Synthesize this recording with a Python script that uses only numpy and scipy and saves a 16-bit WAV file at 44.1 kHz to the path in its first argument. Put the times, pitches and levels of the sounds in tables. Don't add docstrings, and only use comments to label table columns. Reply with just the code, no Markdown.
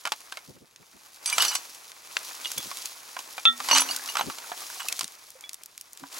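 import sys
import numpy as np
from scipy import signal
from scipy.fft import rfft, irfft, next_fast_len
from scipy.io import wavfile
from scipy.ndimage import uniform_filter1d

SR = 44100
rng = np.random.default_rng(int(sys.argv[2]) if len(sys.argv) > 2 else 0)


def materialize(psi):
    bounded = np.clip(np.atleast_2d(psi).T, -1, 1)
    quanta = np.round(bounded * 32767).astype(np.int16)
    wavfile.write(sys.argv[1], SR, quanta)


N = 272979
TIME = np.arange(N) / SR

GLASS_MODES = { "green": [(1331, -2, .14), (1873, -30, .25), (2665, -8, .045), (3068, -18, .06),
               (3395, -2, .1), (3562, 0, .11), (3709, -20, .08), (6977, -30, .1)],
               "brown": [(1131, -3, .07), (2866, 0, .1), (4384, -4, .12), (4464, -5, .1), (5514, -10, .12),
               (5929, -8, .15), (5979, -2, .24), (6127, -7, .16), (7327, -13, .08), (8210, -11, .08),
               (10800, -10, .1), (12600, -10, .07)], "flask": [(2343, 6.5, 0.08), (2980, -24, 0.15),
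               (4780, 8.5, .1), (6080, 6.5, 0.19), (6570, 3, 0.069), (7800, -12, .1), (8300, 4, 0.2),
               (10750, 16.5, 0.053)], "heap": [(2945, 0, .12), (4384, -3, .12), (4992, 0, .12),
               (5670, -4, .1), (6000, -2, .12), (7150, -5, .1), (7870, -6, .1), (9220, -7, .08),
               (11100, -3, .1)], "neck": [(4620, -2, .06), (7666, -10, .07), (10087, 0, .07),
               (10260, -11, .07), (10445, -8, .08), (11800, -14, .07)], "muddy": [(2870, -5, 0.075),
               (3360, 5, 0.012)], "shard": [(2600, 0, .045), (4100, -10, .04)],
               "mossy": [(2290, 10.5, 0.051), (3395, 11, 0.14), (5830, 4, 0.012), (11200, 7, 0.033)]}


def from_db(db):
    return 10 ** (np.asarray(db) / 20)


def rms_one(x):
    return x / np.sqrt(np.mean(x ** 2) + 1e-20)


def loudest_one(x, size=176):
    return x / np.sqrt(uniform_filter1d(np.mean(x ** 2, axis=0), size).max())


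def at_hz(curve, hz):
    curve_hz, values = np.transpose(curve)
    return np.interp(np.log(hz), np.log(curve_hz), values)


def band(x, low_hz, high_hz, order=2):
    sos = signal.butter(order, [low_hz, min(high_hz, .47 * SR)], "band", fs=SR, output="sos")
    return signal.sosfilt(sos, x + 1e-18)


def resonate(x, hz, width_hz):
    return band(x, hz - width_hz / 2, hz + width_hz / 2, order=1)


def radiated(x, low_hz):
    return signal.sosfilt(signal.butter(2, low_hz, "high", fs=SR, output="sos"), x + 1e-18)


def add(out, s, sound, pan_db=0):
    start = round(s * SR)
    panned = sound * from_db([[pan_db / 2], [-pan_db / 2]])
    out[:, start:start + sound.shape[-1]] += panned[:, :N - start]


def colour(noise, spectrum, likeness=None):
    # (frequency [Hz], left-right likeness [0-1])
    usual_likeness = [(60, 0.23), (250, 0.72), (1000, 0.15), (4000, 0.84), (9000, 0.88), (15000, 1)]
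    size = next_fast_len(N)
    hz = np.maximum(np.fft.rfftfreq(size, 1 / SR), 1)
    mid, side = rfft(noise, size) * from_db(at_hz(spectrum, hz))
    alike = np.clip(at_hz(likeness or usual_likeness, hz), 0, 1)
    stereo = np.sqrt(1 + alike) * mid + np.sqrt(1 - alike) * side * [[1], [-1]]
    return rms_one(irfft(stereo, size)[:, :N])


def drift(per_s):
    knots = rng.standard_normal(N // 20)
    return np.interp(TIME * per_s, np.arange(len(knots)), knots)


def grainy(per_s, size_db, grain_s, smooth):
    sizes = (rng.random(N) < per_s / SR) * from_db(size_db * np.minimum(rng.exponential(1, N), 4))
    power = signal.lfilter([1], [1, -np.exp(-1 / (grain_s * SR))], sizes ** 2 + 1e-18)
    return np.sqrt(power / power.mean() + smooth) * rng.standard_normal((2, N))


def fading(t60, rise_s=0.00011, size=8000):
    t = TIME[:size]
    mid, side = rng.standard_normal((2, size))
    return (mid + 0.26 * side * [[1], [-1]]) * from_db(-60 * t / t60) * (1 - np.exp(-t / rise_s))


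def crack(hz, t60, tail_db=-26, tail_t60=0.067):
    burst = fading(t60, rise_s=0.00008) + from_db(tail_db) * fading(tail_t60)
    sound = band(band(burst, hz * 0.53, hz * 1.35, order=1), 340, hz * 2.4)
    return sound / np.abs(sound).max()


def pings(per_s, low_hz, high_hz, width_hz, count=14):
    touches = (rng.random(N) < per_s / SR) * rng.standard_normal(N)
    piece = rng.integers(0, count, N)
    pitches = np.geomspace(low_hz, high_hz, count) * (1 + rng.uniform(-0.86, 1, count) / count)
    return rms_one(sum(resonate(touches * (piece == k), hz, width_hz) for k, hz in enumerate(pitches)))


def wind(air_db=-72, puff_half_s=0.019):
    # (time of the crest [s], level [dB])
    puffs = [(0.501, -45), (0.565, -52.5), (0.629, -52.5), (0.812, -55), (0.96, -54.5), (1.385, -57),
             (2.584, -44.5), (2.666, -48), (4.24, -46), (4.283, -35.5), (5.04, -49), (6.026, -51.5)]
    # (frequency [Hz], relative level [dB])
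    air_spectrum = [(30, 6), (100, 15.5), (250, 10.5), (600, 13), (1500, 4.5), (4000, -6.5), (9000, -54),
                    (16000, -19)]
    gusts = sum(from_db(db) * np.exp(-((TIME - s) / puff_half_s) ** 2) for s, db in puffs)
    eddies = rng.standard_normal(N) + 1.64 * rng.standard_normal((2, N))
    rumble = rms_one(band(band(eddies, 125, 330, order=1), 50, 650))
    hush = colour(rng.standard_normal((2, N)), air_spectrum)
    return gusts * rumble + from_db(air_db) * hush


def sack(rub_db=-3, weave_db=3, crease_db=-17, settle_db=-2, settle_from_s=3.9, settle_to_s=4.87):
    # (time [s], level [dB])
    handling = [(0.0, -56), (0.34, -53.5), (0.65, -67), (1.2, -53.5), (1.43, -31), (1.63, -48.5),
                (2.01, -54), (2.16, -44.5), (2.87, -42), (2.94, -49), (3.55, -48.5), (3.66, -36.5),
                (3.88, -38), (4.46, -47.5), (4.58, -42), (5.03, -45), (5.09, -52.5), (5.73, -61),
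                (6.07, -55), (6.18, -39.5)]
    # (frequency [Hz], relative level [dB])
    rub_spectrum = [(40, -42), (120, -29.5), (300, -9), (600, -4.5), (1050, 1.5), (1700, -4), (2600, -3.5),
                    (5000, -79), (16000, -75)]
    # (frequency [Hz], relative level [dB])
    weave_spectrum = [(500, -51), (1500, -11.5), (3000, 0.5), (4500, 3), (6500, 2.5), (8500, -2.5),
                      (11500, 0.5), (13500, -10.5), (16000, -4.5)]
    rubbing = colour(grainy(per_s=320, size_db=3, grain_s=0.0024, smooth=0.7), rub_spectrum)
    settling = (TIME > settle_from_s) & (TIME < settle_to_s)
    rubbing += settling * from_db(settle_db) * pings(per_s=97, low_hz=703, high_hz=1770, width_hz=66)
    ticking = colour(grainy(per_s=1100, size_db=6, grain_s=0.00065, smooth=1.73), weave_spectrum)
    pops = grainy(per_s=52, size_db=1.5, grain_s=0.00052, smooth=0)
    creases = colour(pops, spectrum=[(900, -12), (4000, -9), (12000, -16)])
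    effort_db = np.interp(TIME, *np.transpose(handling))
    mean_db = effort_db.mean()
    swing_db = effort_db - mean_db
    rub_flutter_db, weave_flutter_db = 2 * drift(per_s=35), 1.86 * drift(per_s=40)
    return (rubbing * from_db(mean_db + 0.85 * swing_db + rub_db + rub_flutter_db)
            + ticking * from_db(effort_db + weave_db + weave_flutter_db)
            + creases * from_db(mean_db + 0.4 * swing_db + crease_db))


def snaps(base_t60=0.036, base_hz=7000, doubling_db=11.5):
    # (time [s], level [dB], centre [Hz])
    breaks = [(0.761, -31, 4570), (1.918, -23.5, 4440), (2.168, -4.5, 2770), (2.517, -16, 8300),
              (2.58, -11.5, 9150), (2.771, -18.5, 6660), (2.857, -16, 7300), (3.963, -15, 7750),
              (4.885, -12.5, 8300), (4.925, -10, 5830), (4.992, -11.5, 6500), (5.032, -19.5, 5930),
              (5.043, -17, 5900), (5.079, -24.5, 7000), (5.304, -28.5, 9000), (5.409, -29, 9100),
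              (5.493, -22, 6000), (5.532, -24, 8900), (5.543, -23, 9000), (5.635, -26.5, 7800),
              (5.659, -25.5, 10900), (5.778, -24.5, 7000), (5.811, -22.5, 10200), (5.932, -24, 10000),
              (5.974, -27.5, 6650)]
    out = np.zeros((2, N))
    for s, db, hz in breaks:
        t60 = base_t60 * 2 ** (db / doubling_db) * hz / base_hz
        add(out, s, from_db(db) * crack(hz, t60), pan_db=rng.normal(0, 1))
    return out


def bottle_necks(swell_s=0.016):
    # (time [s], pitch [Hz], level [dB], t60 [s])
    notes = [(3.455, 244, -39, 0.5), (3.60, 265, -53, 0.75), (3.715, 272, -33, 0.56), (4.17, 274.7, -57, 1),
             (5.352, 525, -30, 0.054), (6.023, 276, -29, 0.1)]
    out, t = np.zeros((2, N)), TIME[:30000]
    for s, hz, db, t60 in notes:
        envelope = from_db(db - 60 * t / t60) * (1 - np.exp(-t / swell_s))
        add(out, s, envelope * np.sin(2 * np.pi * hz * t))
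    return out


def slides(slip_db=0.5, ring_db=-5, tinkle_db=-1.5, attack_s=0.005, release_t60=0.13):
    # (time [s], hold [s], level [dB])
    moves = [(1.254, 0.1, -40), (1.377, 0.078, -32.5), (1.505, 0.03, -34), (3.684, 0.04, -32.5),
             (3.752, 0.026, -22), (4.178, 0.016, -31), (4.795, 0.012, -35)]
    # (frequency [Hz], relative level [dB])
    grind_spectrum = [(40, -55), (150, -26.5), (450, -18), (950, 8.5), (1400, 8), (1900, 2), (2900, 4),
                      (3600, -1.5), (5800, -8), (8500, -2), (12500, -57), (16000, -32)]
    pressure = np.zeros(N)
    for s, hold_s, db in moves:
        grip = np.clip((TIME - s) / attack_s, 0, 1)
        pressure += grip * from_db(db - 60 * np.maximum(TIME - s - hold_s, 0) / release_t60)
    grit = grainy(per_s=720, size_db=3, grain_s=0.0014, smooth=0.062)
    slips = pressure * colour(grit, grind_spectrum, likeness=[(1000, 0.92)])
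    rings = sum(from_db(db) * resonate(slips, hz, width_hz=36) for hz, db, _ in GLASS_MODES["heap"])
    rings = slips.std() * rms_one(rings)
    tinkle = pressure * pings(per_s=330, low_hz=2550, high_hz=14050, width_hz=30)
    sound = from_db(slip_db) * slips + from_db(ring_db) * rings + from_db(tinkle_db) * tinkle
    return sound * from_db([[-1], [1]])


def knocks(thud_t60=0.037, ring_t60=0.049, top_t60=0.027, rebound_s=0.017, rebound_loss_db=15.5):
    # (time [s], level [dB], ring [Hz], hardness [dB])
    hits = [(0.053, -27, 1423, -2), (0.064, -33.5, 1470, -4.5), (0.073, -30.5, 1400, -1),
            (0.120, -23.5, 880, -1), (0.323, -35, 1546, -1.5), (0.371, -36, 2170, 0),
            (1.259, -35, 1500, 11), (1.299, -41, 2430, 17.5), (1.3816, -18.5, 1350, 2),
            (1.422, -21, 1380, 4.5), (1.449, -28, 2420, 7.5), (1.553, -26.5, 1097, 4.5),
            (2.7135, -35.5, 1115, -1.5), (3.166, -36.5, 1036, -6.5), (3.19, -34.5, 1040, 2),
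            (3.380, -33.5, 2400, -5), (3.602, -32.5, 1194, -2.5), (3.687, -26, 1035, 1),
            (3.7114, -21.5, 1086, -2.5), (3.729, -24, 962, -4.5), (3.749, -21, 943, 3.5),
            (3.782, -20.5, 2530, 7), (3.819, -24.5, 978, 0), (4.154, -28, 1172, -2.5),
            (4.169, -24.5, 1370, -1.5), (4.194, -31.5, 1054, -9), (4.21, -27.5, 806, -7),
            (4.299, -34.5, 1140, -3), (4.384, -35.5, 943, 0.5), (4.517, -37, 723, -8.5),
            (5.009, -29, 1047, 4), (6.037, -47, 990, -10.5)]

    def burst(t60):
        return fading(t60) + from_db(-24) * fading(t60=0.1)

    out, t = np.zeros((2, N)), TIME[:8000]
    for s, db, hz, hardness_db in hits:
        ring = np.sin(2 * np.pi * hz * t) * from_db(-60 * t / ring_t60) * np.ones((2, 1))
        for delay_s, loss_db in ((0, 0), (rebound_s * rng.uniform(.8, 1.2), rebound_loss_db)):
            thud = band(burst(thud_t60), 704, 1570)
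            clack = band(burst(thud_t60 * 0.84), 2100, 3820)
            top = band(band(burst(top_t60), 4400, 14400), 2950, 6070, order=1)
            sound = (from_db(-2 - hardness_db) * loudest_one(thud)
                     + from_db(-3 - hardness_db) * loudest_one(ring)
                     + from_db(-1) * loudest_one(clack)
                     + from_db(hardness_db) * loudest_one(top))
            add(out, s + delay_s, from_db(db - loss_db) * sound, pan_db=-1.5)
    return radiated(out, low_hz=233)


def clinks(db_per_octave=9.5, chance_db=2, spread_rad=0.36, crack_db=-4, crack_t60=0.023):
    # (time [s], level [dB], favoured pitch [Hz], piece)
    contacts = [(1.260, -33, 8250, "flask"), (1.275, -33, 5100, "flask"), (1.327, -29.5, 2440, "flask"),
                (1.404, -16.5, 3300, "heap"), (1.417, -24, 4900, "heap"), (1.445, -22.5, 4460, "brown"),
                (1.482, -22, 6140, "heap"), (1.551, -23.5, 7260, "heap"), (2.448, -25, 3520, "muddy"),
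                (2.457, -21.5, 2720, "muddy"), (2.577, -34, 6100, "mossy"), (3.454, 6.5, 2850, "green"),
                (3.712, -11, 3530, "brown"), (3.732, -13.5, 6040, "brown"), (3.758, -23.5, 4600, "brown"),
                (3.794, -20, 7300, "brown"), (3.806, -14.5, 10200, "neck"), (3.889, -21.5, 2240, "brown"),
                (3.91, -21.5, 4600, "neck"), (4.088, -24, 2170, "brown"), (4.886, -22, 2540, "shard"),
                (5.439, -43.5, 2840, "mossy")]
    out, t = np.zeros((2, N)), TIME[:14000]
    for s, db, favoured_hz, piece in contacts:
        hz, mode_db, t60 = np.array(GLASS_MODES[piece]).T[:, :, None]
        strength, polarity, skew = rng.standard_normal((3, len(hz), 1))
        octaves_away = np.minimum(np.abs(np.log2(hz / favoured_hz)), 1.5)
        struck_db = db + mode_db - db_per_octave * octaves_away + chance_db * strength
        decays = np.sign(polarity) * from_db(struck_db - 60 * t / t60)
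        modes = [decays * np.sin(2 * np.pi * hz * t + side * spread_rad * skew) for side in (-1, 1)]
        add(out, s, np.sum(modes, axis=1), pan_db=-2)
        add(out, s, from_db(db + crack_db) * crack(favoured_hz, crack_t60))
    return radiated(out, low_hz=530)


def microphone_ports(x):
    # (frequency [Hz], lead of the left [rad])
    port_phase = [(100, -0.43), (500, -0.77), (1900, -0.89), (3300, -0.84), (6000, 0.04), (16000, -1.1)]
    size = next_fast_len(N + 2000)
    lead = at_hz(port_phase, np.maximum(np.fft.rfftfreq(size, 1 / SR), 1))
    return irfft(rfft(x, size) * np.exp(.5j * lead * [[1], [-1]]), size)[:, :N]


def scene():
    gathering = knocks() + snaps() + clinks() + bottle_necks() + slides() + sack()
    return microphone_ports(gathering) + wind()


def record(dry, limit_db=-12, release_db_per_s=520, window=220, cutoff_hz=16000):
    power = np.maximum(uniform_filter1d(np.mean(dry ** 2, axis=0), window), 1e-12)
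    over_db = np.maximum(10 * np.log10(power) - limit_db, 0)
    release_db = release_db_per_s * TIME
    reduction_db = np.maximum.accumulate(over_db + release_db) - release_db
    limited = dry * from_db(-uniform_filter1d(reduction_db, window // 4))
    low_pass = signal.ellip(12, .1, 80, cutoff_hz, fs=SR, output="sos")
    return signal.sosfilt(low_pass, np.tanh(limited))


dry = scene()
out = record(dry)
materialize(out)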